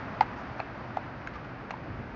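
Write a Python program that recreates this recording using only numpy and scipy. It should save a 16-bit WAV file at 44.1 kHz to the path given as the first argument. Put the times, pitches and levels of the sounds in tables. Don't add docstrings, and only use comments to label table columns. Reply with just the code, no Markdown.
import sys
import numpy as np
from scipy import signal
from scipy.fft import rfft, irfft
from scipy.io import wavfile
from scipy.ndimage import uniform_filter1d

SR = 44100
rng = np.random.default_rng(int(sys.argv[2]) if len(sys.argv) > 2 else 0)


def int16_out(signal):
    q = np.round(np.clip(np.atleast_2d(signal).T, -1, 1) * 32767)
    wavfile.write(sys.argv[1], SR, q.astype(np.int16))


N = 94815

TILT_PIVOT_HZ = 2000


def undb(db):
    return 10 ** (np.asarray(db) / 20)


def noise(points, lo=0, hi=SR):
    hz, db = np.array(points).T
    freqs = np.fft.rfftfreq(N, 1 / SR)
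    gain = undb(np.interp(np.log(freqs + 1), np.log(hz), db)) * (freqs < hz[-1])
    band = rfft(rng.standard_normal(N)) * gain * (freqs >= lo) * (freqs < hi)
    return irfft(band, N) / np.sqrt(np.mean(gain ** 2))


def wander(rate):
    width = max(int(SR / rate), 1)
    steps = np.repeat(rng.standard_normal(N // width + 1), width)
    smooth = uniform_filter1d(uniform_filter1d(steps, width), width)[:N]
    return smooth / np.std(smooth)


def traffic():
    # frequency in Hz, level in dB.
    spectrum = [(20, -27), (35, -15.5), (55, -2.5), (95, -6), (127, 0), (165, -5.5), (250, -4.5),
                (430, -11.5), (650, -9), (1000, -11.5), (1450, -12), (2000, -17.5), (2550, -23),
                (3200, -31.5), (4000, -35.5), (4700, -35.5), (6200, -44.5), (7000, -49.5), (8000, -68)]
    edges_hz = [0, 90, 180, 360, 720, 1440, 2880, 9000]
    level_db, tyres_from_hz, tyres_db_per_s = -41, 720, -1.0953
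    swell_db = 0.8467 * wander(2.3)
    recede_db = tyres_db_per_s * (np.arange(N) - N / 2) / SR
    out = np.zeros(N)
    for lo, hi in zip(edges_hz, edges_hz[1:]):
        band = noise(spectrum, lo, hi)
        flicker_db = 0.4 * wander(18)
        out += band * undb(level_db + swell_db + flicker_db + recede_db * (lo >= tyres_from_hz))
    return out


def clop(t, hz, hold_s):
    rise_s, decay_s = 0.000962, 0.001413
    pitch_hz = hz * (1 + 0.0478 * wander(478)[:len(t)])
    tone = np.sin(2 * np.pi * np.cumsum(pitch_hz) / SR)
    return tone * (1 - np.exp(-t / rise_s)) * np.exp(-np.maximum(t - hold_s, 0) / decay_s)


def fade(t, seconds):
    return np.exp(-np.log(1000) * t / seconds)


def crack(t, tilt_db, detune=0.019, rise_s=0.0002):
    # pitch in Hz, level in dB, fade time in seconds.
    shoe_tones = [(610, -7, 0.0026), (1035, -6.5, 0.013), (1368, -2, 0.027), (1530, -13, 0.0013),
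                  (2088, -5.5, 0.024), (2362, -8.5, 0.012), (2970, -17.5, 0.0094), (3241, -13, 0.016),
                  (4192, -13.5, 0.01904), (4597, -17, 0.0082), (5586, -19.5, 0.0097), (6390, -24, 0.012)]
    out = np.zeros(len(t))
    for hz, db, fade_s in shoe_tones:
        gain = undb(db + tilt_db * np.log2(hz / TILT_PIVOT_HZ))
        pitch_hz = hz * (1 + detune * rng.standard_normal())
        out += gain * fade(t, fade_s) * np.cos(2 * np.pi * pitch_hz * t)
    return out * (1 - np.exp(-t / rise_s))


def ring(t, hz, fade_s, rise_s=0.00023):
    return np.sin(2 * np.pi * hz * t) * (1 - np.exp(-t / rise_s)) * fade(t, fade_s)


def hooves():
    # start in seconds, clop pitch in Hz, clop level in dB,
    # clop hold in seconds, crack level in dB, crack tilt in dB per octave, grit level in dB,
    # grit decay in seconds, clack pitch in Hz, clack level in dB, ping pitch in Hz, ping level in dB.
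    touches = [(0.2081, 847.4, -8, 0.00444, -19.5, 1, -29.5, 0.0046, 2850, -27.5, 4700, -35),
               (0.5817, 1520, -35.5, 0.00094, -46.5, 5, -55.5, 0.00375, 1600, -39, 5000, -58.5),
               (.5950, 1100, -23, 0.00075, -50.5, 3, -43.5, 0.0037, 1450, -41.5, 4250, -50),
               (0.6007, 778, -17.5, 0.00171, -32, -3, -37.5, 0.0063, 2519, -29.5, 4270, -41),
               (0.9702, 811, -16.5, 0.0028, -32, -2.5, -39.5, 0.00474, 1195, -26, 6200, -55),
               (1.2727, 1539, -26, 0.00227, -39.5, 1.5, -40.5, 0.0049, 2097, -27, 6480, -47),
               (1.338, 1290, -36, 0.0017, -51, 2, -49, 0.0072, 2795, -44, 4450, -56),
               (1.356, 1159, -40, 0.011, -62, -1.5, -53.5, 0.0025, 2800, -47.5, 4400, -65.5),
               (1.448, 1455, -40, 0.00724, -58, -5, -49.5, 0.0032, 1144, -43.5, 4900, -71),
               (1.7073, 801, -17, 0.00031, -34, -1.5, -33, 0.00237, 1143, -27, 5830, -47.5),
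               (1.7118, 655.5, -44.5, 0.0038, -38, 5.5, -43.5, 0.0028, 2686, -37, 4170, -50),
               (1.7378, 843, -29, 0.0037, -51, 1.5, -42.5, 0.0035, 2170, -44, 4250, -65.5)]
    # frequency in Hz, level in dB.
    grit_spectrum = [(150, 2.5), (600, -3), (1400, 21.5), (2600, 22.5), (3600, -11), (4400, -4),
                     (5500, -16), (6700, -26.5), (8000, -29)]
    out, grit = np.zeros(N), noise(grit_spectrum)
    t = np.arange(SR // 10) / SR
    for (start, clop_hz, clop_db, hold_s, crack_db, tilt_db, grit_db, grit_decay_s,
         clack_hz, clack_db, ping_hz, ping_db) in touches:
        span = slice(int(start * SR), int(start * SR) + len(t))
        out[span] += undb(clop_db) * clop(t, clop_hz, hold_s)
        out[span] += undb(crack_db) * crack(t, tilt_db)
        out[span] += undb(clack_db) * ring(t, clack_hz, fade_s=0.01357)
        out[span] += undb(ping_db) * ring(t, ping_hz, fade_s=0.015)
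        out[span] += undb(grit_db) * grit[span] * np.exp(-t / grit_decay_s)
    return out


def scuffs():
    # start in seconds, length in seconds, level in dB, tilt in dB per octave.
    slides = [(.213, 0.0229, -39.5, -0.5), (0.363, .06, -62, 10), (0.581, .034, -46, -0.5),
              (1.333, .04, -49, 1.5)]
    # frequency in Hz, level in dB.
    spectrum = [(300, -17.5), (800, -7.5), (1250, 3.5), (1900, -3.5), (2600, -11.5), (3400, -20),
                (4300, -20), (5500, -24), (6700, -29), (8000, -46.5)]
    out, t = np.zeros(N), np.arange(N) / SR
    for start, length, db, tilt_db in slides:
        progress = np.clip((t - start) / length, 0, 1)
        rise_and_fall = 2 * np.sqrt(progress * (1 - progress))
        scrape = noise([(hz, level + tilt_db * np.log2(hz / TILT_PIVOT_HZ)) for hz, level in spectrum])
        grain_db = 2 * wander(700)
        out += undb(db + grain_db) * rise_and_fall * scrape
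    return out


def street_echoes(sound, tail_db=-27, tail_fade_s=0.57, tail_top_hz=5640):
    # delay in seconds, level in dB.
    echoes = [(.0092, -16.5), (.0187, -23)]
    dull_noise = signal.sosfilt(signal.butter(2, tail_top_hz, fs=SR, output="sos"), rng.standard_normal(N))
    tail = dull_noise * fade(np.arange(N) / SR, tail_fade_s)
    response = undb(tail_db) * tail / np.sqrt(np.sum(tail ** 2))
    for delay, db in echoes:
        response[int(delay * SR)] += undb(db)
    return sound + signal.fftconvolve(sound, response)[:N]


def rumble(level_db=-39, start_s=1.8, rise_s=0.052, hold_s=0.1027, decay_s=0.178):
    # frequency in Hz, level in dB.
    spectrum = [(20, -28), (45, -3), (75, -6.5), (112, 1), (170, -6), (260, -9.5), (400, -17), (550, -35),
                (750, -50), (3000, -68)]
    t = np.arange(N) / SR - start_s
    rise = np.clip(t / rise_s, 0, 1)
    fall = np.exp(-np.maximum(t - rise_s - hold_s, 0) / decay_s)
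    return undb(level_db) * rise * fall * noise(spectrum)


def scene():
    horse = street_echoes(hooves() + scuffs())
    return (horse + traffic() + rumble())[None]


def record(dry, soften_hz=6200, cut_hz=7200):
    soft = signal.sosfilt(signal.butter(4, soften_hz, fs=SR, output="sos"), dry)
    return signal.sosfilt(signal.ellip(8, .2, 70, cut_hz, fs=SR, output="sos"), soft)


dry = scene()
out = record(dry)
int16_out(out)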